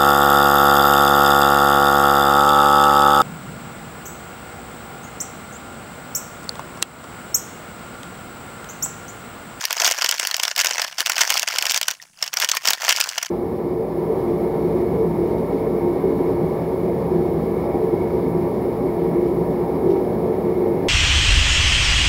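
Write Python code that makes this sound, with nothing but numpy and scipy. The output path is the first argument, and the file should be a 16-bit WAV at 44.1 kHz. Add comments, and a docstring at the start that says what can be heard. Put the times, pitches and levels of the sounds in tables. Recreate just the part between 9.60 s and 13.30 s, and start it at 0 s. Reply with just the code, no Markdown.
"""Seasoning sachet over a pan

Outdoors in a yard, one microphone close to a plastic sachet shaken out over a wide metal pan of broth.
Creases in the film buckle with sharp snaps, and now and then a whole panel pops with a hollow note.
Between the snaps the film crackles finely and the powder hisses as it slides and settles.
The pan and the yard ring faintly after each snap, over quiet outdoor air."""
import sys
import numpy as np
from scipy import signal
from scipy.fft import rfft, irfft
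from scipy.io import wavfile
from scipy.ndimage import uniform_filter1d, minimum_filter1d

SR = 44100
rng = np.random.default_rng(int(sys.argv[2]) if len(sys.argv) > 2 else 0)


def generate_wav(sig):
    """Save sig (samples, or channels by samples) to the path in sys.argv[1] as 16-bit PCM at SR."""
    pcm = np.round(np.clip(np.atleast_2d(sig).T, -1, 1) * 32767).astype(np.int16)
    wavfile.write(sys.argv[1], SR, pcm)


N = 163170

# spectrum of the outdoor air: frequency_hz, relative_db
AIR_SPECTRUM = [(25, -2), (70, -3.5), (160, 8), (380, -9), (800, -16), (15000, -35)]
# spectrum of the hiss of settling powder: frequency_hz, relative_db
SETTLING_SPECTRUM = [(400, -32), (800, -13), (2200, -28), (4200, -13), (6000, -2), (10300, 0), (11500, -13),
                     (15500, -17)]
# tone colour of the plastic film: frequency_hz, relative_db
FILM_SPECTRUM = [(100, -31), (260, -19.5), (420, -10), (680, 0.5), (1060, 0.5), (1220, -0.5), (1400, 4),
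                 (3050, 2), (4000, -4), (4500, 2), (5750, 5), (7500, -3.5), (9300, -12.5), (13000, -12),
                 (15200, -8.5), (16000, -14.5)]
# how hard the film is flexed, as a gain on the crackle and the sliding powder: time_s, gain_db
FLEXING = [(0, -19.5), (.065, -39), (0.248, -18), (.319, -29), (0.691, -30), (.737, -35.5), (.86, -30),
           (.943, -44), (.998, -19), (1.013, -28.5), (1.237, -28.5), (1.355, -48), (1.395, -25.5),
           (1.457, -37.5), (1.472, -27.5), (1.55, -30), (1.622, -13), (1.641, -26), (1.761, -21.5),
           (1.866, -41.5), (1.901, -27), (2.13, -31), (2.172, -18), (2.196, -43.5), (2.335, -35.5),
           (2.395, -60), (2.44, -49), (2.52, -63.5), (2.653, -28), (2.714, -57), (2.72, -50), (2.829, -19),
           (2.868, -37), (2.973, -29.5), (2.994, -48), (3.077, -20.5), (3.19, -41.5), (3.219, -25.5),
           (3.342, -26), (3.62, -35.5), (3.664, -31.5), (3.697, -51)]
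# creases that buckle, body (low) and fizz (high) set against the crack (middle band):
# start_s, crack_level_db, body_relative_db, fizz_relative_db
CREASE_SNAPS = [(0.0406, -25.5, -2.5, -16), (0.0533, -16.0, -12, -6), (0.1076, -22, 1, -7),
                (0.1283, -20, -7.0, -2), (0.201, -20, -3, -12), (0.2201, -19.5, 0, -7),
                (0.2456, -17, -11, -6), (0.276, -9.5, -4, -5), (0.312, -19, -1, -3),
                (0.3205, -17.5, -15, -10), (0.3858, -22.5, -2, -14), (0.4129, -22.5, -2.5, -11.5),
                (0.4211, -16, -5.5, -15), (0.445, -15, -4, -7.5), (0.4612, -17, -8.0, -21),
                (0.4909, -14.5, -10, -8), (0.512, -16, -16, -5), (0.5237, -22, 0, -18),
                (0.5975, -14, -6.0, -4.5), (0.63, -23.5, -1.5, -18), (0.6508, -23.5, 1, -9),
                (0.6715, -17.5, -8.5, -2.5), (0.7124, -20, -5, -9), (0.743, -15.5, -9, -19),
                (0.7663, -24.5, -12, -0.5), (0.7986, -19, -4, -13), (0.834, -12.5, -7, -5),
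                (0.8519, -18.5, -6, -14), (0.8801, -19.5, -3.5, -13), (0.9132, -22, -5, -23),
                (0.9629, -21, -9, -7.5), (0.9798, -20, -4, -1), (0.9918, -14, -7, -12),
                (1.0007, -22, -4.5, -13.5), (1.0115, -16.5, -5, -14), (1.016, -19, -18, -5),
                (1.0465, -14.5, -1.5, -2.5), (1.0593, -19, -3, -9), (1.0696, -14.5, -12, -16),
                (1.093, -27, -7, -7), (1.11, -19, -4.5, -20), (1.1344, -24.5, -14, -18),
                (1.1819, -21, 0, -11.5), (1.1962, -20.5, -0.5, -23), (1.2183, -14, -8, -9),
                (1.245, -24.5, -0.5, -9), (1.2804, -31, -4, -13.0), (1.326, -35.5, 0, -19),
                (1.3843, -21.5, -7.0, -12), (1.3987, -27, -2, -7), (1.4053, -16.5, -8, -5),
                (1.4171, -31, 1.5, -1), (1.4614, -17, -7.5, -8), (1.4701, -21.5, -3, -9),
                (1.4973, -12.5, -0.5, -2.5), (1.5197, -20, -8, -8), (1.5812, -18.5, -0.5, -10),
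                (1.6097, -13, -5.5, -18), (1.6138, -3.5, -8.5, -9), (1.7033, -12, -4.5, -1.5),
                (1.7408, -17.5, -17, -9.5), (1.7769, -16.5, -10, -9), (1.7957, -18, -14, -4),
                (1.8212, -24.5, -10.5, -8), (1.8298, -20, -2.5, -4.5), (1.8757, -19, -3.5, -21),
                (1.8855, -20, -8, -8), (1.96, -22, -15, -14.0), (1.9852, -13.0, -8, -10.5),
                (2.0249, -18.5, -6.5, -4), (2.055, -19, -8.5, -7), (2.0667, -18, -8.5, -10),
                (2.0969, -16.5, -18, -27), (2.1041, -21, -13, -6), (2.11, -18.0, -7, -8.0),
                (2.1194, -19.5, -16, -2.5), (2.1443, -17, -8.5, -9), (2.1611, -20, -8.5, -14),
                (2.176, -15.5, -11, -6.5), (2.2139, -20.5, -3.5, -2.5), (2.2299, -19, -9.5, -14),
                (2.283, -14, -6.5, -5.5), (2.305, -24, -8.5, -20), (2.3109, -23, -9, -4.5),
                (2.4176, -40.0, -18, -11.5), (2.425, -37.5, -9, -10), (2.6263, -14.5, -11, -15),
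                (2.6778, -24.5, -20, -22), (2.732, -27, -3, -16), (2.739, -23.5, -3, 0.5),
                (2.7706, -14.5, -10.0, -13), (2.8004, -20, -8, -2), (2.8185, -20, -7, -10.0),
                (2.8251, -26.5, 3.5, -25), (2.8462, -16, -8, -6), (2.8892, -16.5, -10.5, -9.5),
                (2.8963, -21, -9, -5), (2.9155, -12, -14, -15), (2.9503, -29.5, -4, 3),
                (2.9696, -19, 0, -6), (3.0547, -18, -6, -8), (3.074, -9, -9, -5), (3.0847, -9, -16, -13),
                (3.1056, -12, -5, 2), (3.1336, -16.5, -6.5, -5), (3.2492, -22.5, -1, -9),
                (3.2811, -21, 5.5, -11), (3.292, -4, -10, -9), (3.3025, -19.5, -2, -12),
                (3.3077, -17, -1.5, -12), (3.3193, -27, 3, -2), (3.325, -14.0, -7.5, -10.5),
                (3.3627, -19, -22, -11), (3.3722, -25.5, -7, -8.5), (3.3806, -27, -15, -15.5),
                (3.402, -10, -6, 1.5), (3.4109, -12.5, -13, -16), (3.4398, -21.5, -12, -10.5),
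                (3.4906, -20.5, -31, -13), (3.5816, -18, -6, -12.5), (3.629, -19.5, -8.5, -8.5)]
# resonances of the pan and the air in it: pitch_hz, relative_db, t60_s
PAN_MODES = [(720, -4, .07), (1068, -1, .14), (1839, -1, .11), (2292, -1, .09), (2980, -3, .08),
             (5547, 0, .05)]
# wide panels of the sachet that pop, plus a few low hollow knocks as the sachet is handled (the rows below 500
# Hz): start_s, pitch_hz, level_db
PANEL_POPS = [(.223, 720, -12), (.971, 706, -23), (1.403, 1760, -13.5), (1.406, 390, -27),
              (1.4985, 1440, -11), (2.022, 404, -30.5), (2.282, 1550, -7.5), (2.3995, 1900, -26),
              (2.9338, 1310, -17), (2.9405, 1120, -12.5), (3.087, 266, -29.5), (3.1798, 1900, -23),
              (3.578, 830, -16)]

BODY_EDGE_HZ, FIZZ_EDGE_HZ = 2850, 9370  # the crack band lies between these


def from_db(db):
    """Decibels to gain."""
    return 10 ** (np.asarray(db) / 20)


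def unit_rms(x):
    """Scale to rms 1."""
    return x / np.sqrt(np.mean(x ** 2) + 1e-20)


def unit_energy(x):
    """Scale to energy 1."""
    return x / np.sqrt(np.sum(x ** 2) + 1e-20)


def decay(t60_s, size):
    """Exponential decay, 60 dB down after t60_s."""
    return from_db(-60 * np.arange(size) / SR / t60_s)


def response(spectrum, size=1024):
    """Minimum-phase impulse response with the given spectral shape and energy 1."""
    hz, db = np.transpose(spectrum)
    bins_hz = np.maximum(np.fft.rfftfreq(size, 1 / SR), 1)
    magnitude = from_db(np.interp(np.log(bins_hz), np.log(hz), db))
    cepstrum = irfft(np.log(magnitude))
    cepstrum[1:size // 2] *= 2
    cepstrum[size // 2 + 1:] = 0
    return unit_energy(irfft(np.exp(rfft(cepstrum))))


def through(x, impulse):
    """Filter by an impulse response."""
    return signal.fftconvolve(x, impulse)[:len(x)]


def butterworth(x, hz, kind, order=2):
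    """Low-, high- or band-pass filter."""
    return signal.sosfilt(signal.butter(order, hz, kind, fs=SR, output="sos"), x)


def steady_noise(impulse, level_db):
    """Even noise, coloured by an impulse response."""
    return from_db(level_db) * unit_rms(through(rng.standard_normal(N), impulse))


def outdoor_air():
    """Quiet open air all round the microphone, mostly a low rumble."""
    return steady_noise(response(AIR_SPECTRUM, size=4096), level_db=-67.5)


def settling_powder():
    """Powder settles with a faint, steady, high hiss."""
    return steady_noise(response(SETTLING_SPECTRUM, size=4096), level_db=-59.5)


def sliding_powder(film):
    """Grains slide along the film with a hiss in its colour."""
    return steady_noise(film, level_db=-17)


def facet_flip(t60s_s, pitch_hz, ring_gain, tick_gain, width_hz=430, size=1024):
    """A facet of film slips, creaks, ticks a quarter of the way in, then flutters; one signal per t60."""
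    tick_s, creak_t60_s, mean_hold_s = .0005, .0045, .0009
    slip_db, slip_ahead_s, slip_t60_s = -8, .004, .005
    t = (np.arange(size) - size // 4) / SR
    noise = rng.standard_normal(size) * (1 + tick_gain * ((t >= 0) & (t < tick_s)))
    # the facet's own resonance
    radius, angle = np.exp(-np.pi * width_hz / SR), 2 * np.pi * min(pitch_hz, SR / 2) / SR
    feedforward = np.array([1, 0, -1]) * (1 - radius ** 2) / 2
    ring = signal.lfilter(feedforward, [1, -2 * radius * np.cos(angle), radius ** 2], noise)
    flutter = noise + ring_gain * ring
    # the creak swells as the crease gives; full strength holds briefly before the decay
    creak_db = 60 * np.minimum(t, 0) / creak_t60_s * 2 ** rng.uniform(-1, 1)
    since_hold = np.maximum(t - mean_hold_s * 2 * rng.random(), 0)
    since_slip = t + slip_ahead_s * rng.random()
    slip = from_db(slip_db - 60 * np.abs(since_slip) / slip_t60_s) * rng.random()
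    return [flutter * (slip + from_db(creak_db - 60 * since_hold / t60_s)) for t60_s in t60s_s]


def film_crackle(film, rate_per_s=420, jitter_gaps=5, spread_db=7.5, pitches=40):
    """Small facets flip in uneven clumps: the wider ones pop, the narrow ones tick."""
    count = N // 20
    lateness, pitch_draw = rng.random((count, 2)).T
    starts = ((np.arange(count) + jitter_gaps * lateness) * SR / rate_per_s).astype(int)
    strengths = from_db(spread_db * np.minimum(rng.exponential(1, count), 2))
    out = np.zeros(N)
    for k, pitch_hz in enumerate(np.geomspace(560, 6760, pitches)):
        chosen = (starts < N) & ((pitch_draw * pitches).astype(int) == k)
        clicks = np.zeros(N)
        clicks[starts[chosen]] = strengths[chosen]
        flip, = facet_flip(t60s_s=[.0084], pitch_hz=pitch_hz, ring_gain=4.33, tick_gain=.5)
        out += through(clicks, unit_energy(through(flip, film)))
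    treble_tilt = response([(BODY_EDGE_HZ / 2, -3.5), (BODY_EDGE_HZ * 2, 0), (FIZZ_EDGE_HZ, 1.5)])
    return from_db(-.5) * unit_rms(through(out, treble_tilt))


def crease_snaps(film, centre_hz=3854, spread_octaves=.754, attack_s=.0046):
    """Creases buckle and die away fast, treble first; the brighter a crease, the harder its first tick."""
    bands = [(BODY_EDGE_HZ, "low"), ([BODY_EDGE_HZ, FIZZ_EDGE_HZ], "band"), (FIZZ_EDGE_HZ, "high")]
    t60s_s = (.033, .017, .01)  # body, crack, fizz
    out = np.zeros(N + SR)
    for start_s, crack_db, body_db, fizz_db in CREASE_SNAPS:
        pitch_hz = centre_hz * 2 ** (spread_octaves * rng.standard_normal())
        flips = facet_flip(t60s_s, pitch_hz, ring_gain=1.11, tick_gain=2.4 * from_db(fizz_db / 2))
        start, lead = int(start_s * SR), len(flips[0]) // 4
        for (edge_hz, kind), relative_db, flip in zip(bands, (body_db, 0, fizz_db), flips):
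            part = butterworth(through(flip, film), edge_hz, kind, order=4)
            attack_rms = np.std(part[lead:lead + int(attack_s * SR)])
            out[start:start + len(part)] += from_db(crack_db + relative_db) * part / attack_rms
    return out[lead:lead + N]  # each tick lands on its start_s


def air_thud(sachet, centre_hz=130, gain_db=-25.5):
    """Each sharp movement of the film also pushes a little air at the microphone."""
    envelope = np.sqrt(np.maximum(uniform_filter1d(sachet ** 2, size=256), 0))
    push = envelope * rng.standard_normal(N)
    return from_db(gain_db) * butterworth(push, [centre_hz / 2, centre_hz * 2], "band")


def pan_ring(sachet, gain_db=-24):
    """The metal pan under the sachet, and the air in it, ring briefly in sympathy."""
    t = np.arange(SR // 2) / SR
    modes = sum(from_db(db) * np.sin(2 * np.pi * hz * t) * decay(t60_s, len(t))
                for hz, db, t60_s in PAN_MODES)
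    return through(sachet, from_db(gain_db) * unit_energy(modes))


def yard_echo(sachet, gain_db=-20.5, t60_s=.079, delay_s=.0036):
    """The yard returns a short, diffuse echo just behind the direct sound."""
    t = np.arange(SR // 2) / SR
    reflections = rng.standard_normal(len(t)) * decay(t60_s, len(t)) * (t > delay_s)
    return through(sachet, from_db(gain_db) * unit_energy(reflections))


def panel_pops(rise_s=.00079, t60_s=.019, sag=.057, overtone_ratio=1.9, overtone_db=-13):
    """A whole panel flips, or the handled sachet knocks hollowly, and rings with a note and one overtone; the
    note sags as it relaxes."""
    out, t = np.zeros(N + SR), np.arange(SR // 10) / SR
    relaxing = decay(t60_s, len(t))
    envelope = (1 - np.exp(-t / rise_s)) * relaxing
    for start_s, pitch_hz, level_db in PANEL_POPS:
        phase = 2 * np.pi * pitch_hz * np.cumsum(1 + sag * (relaxing - .5)) / SR
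        note = np.sin(phase) + from_db(overtone_db) * np.sin(overtone_ratio * phase)
        start = int(start_s * SR)
        out[start:start + len(t)] += from_db(level_db) * envelope * note
    return out[:N]


def scene():
    """The sachet close up, with pan, yard and open air behind it, in mono."""
    film = butterworth(response(FILM_SPECTRUM), hz=120, kind="high")
    flex = from_db(np.interp(np.arange(N) / SR, *np.transpose(FLEXING)))
    sachet = crease_snaps(film) + panel_pops() + flex * (film_crackle(film) + sliding_powder(film))
    mix = sachet + air_thud(sachet) + pan_ring(sachet) + yard_echo(sachet)
    return (mix + settling_powder() + outdoor_air())[None]


def record(dry):
    """After the microphone, a fast limiter holds down the highest peaks and the top treble is cut."""
    ceiling, limiter_s, cutoff_hz = .93, .002, 15700
    span = int(limiter_s * SR)
    needed_gain = ceiling / np.maximum(np.abs(dry), ceiling)
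    gain = uniform_filter1d(minimum_filter1d(needed_gain, size=span), size=span)
    top_cut = signal.ellip(10, .1, 80, cutoff_hz, fs=SR, output="sos")
    return signal.sosfilt(top_cut, dry * gain)


dry = scene()
out = record(dry)
generate_wav(out)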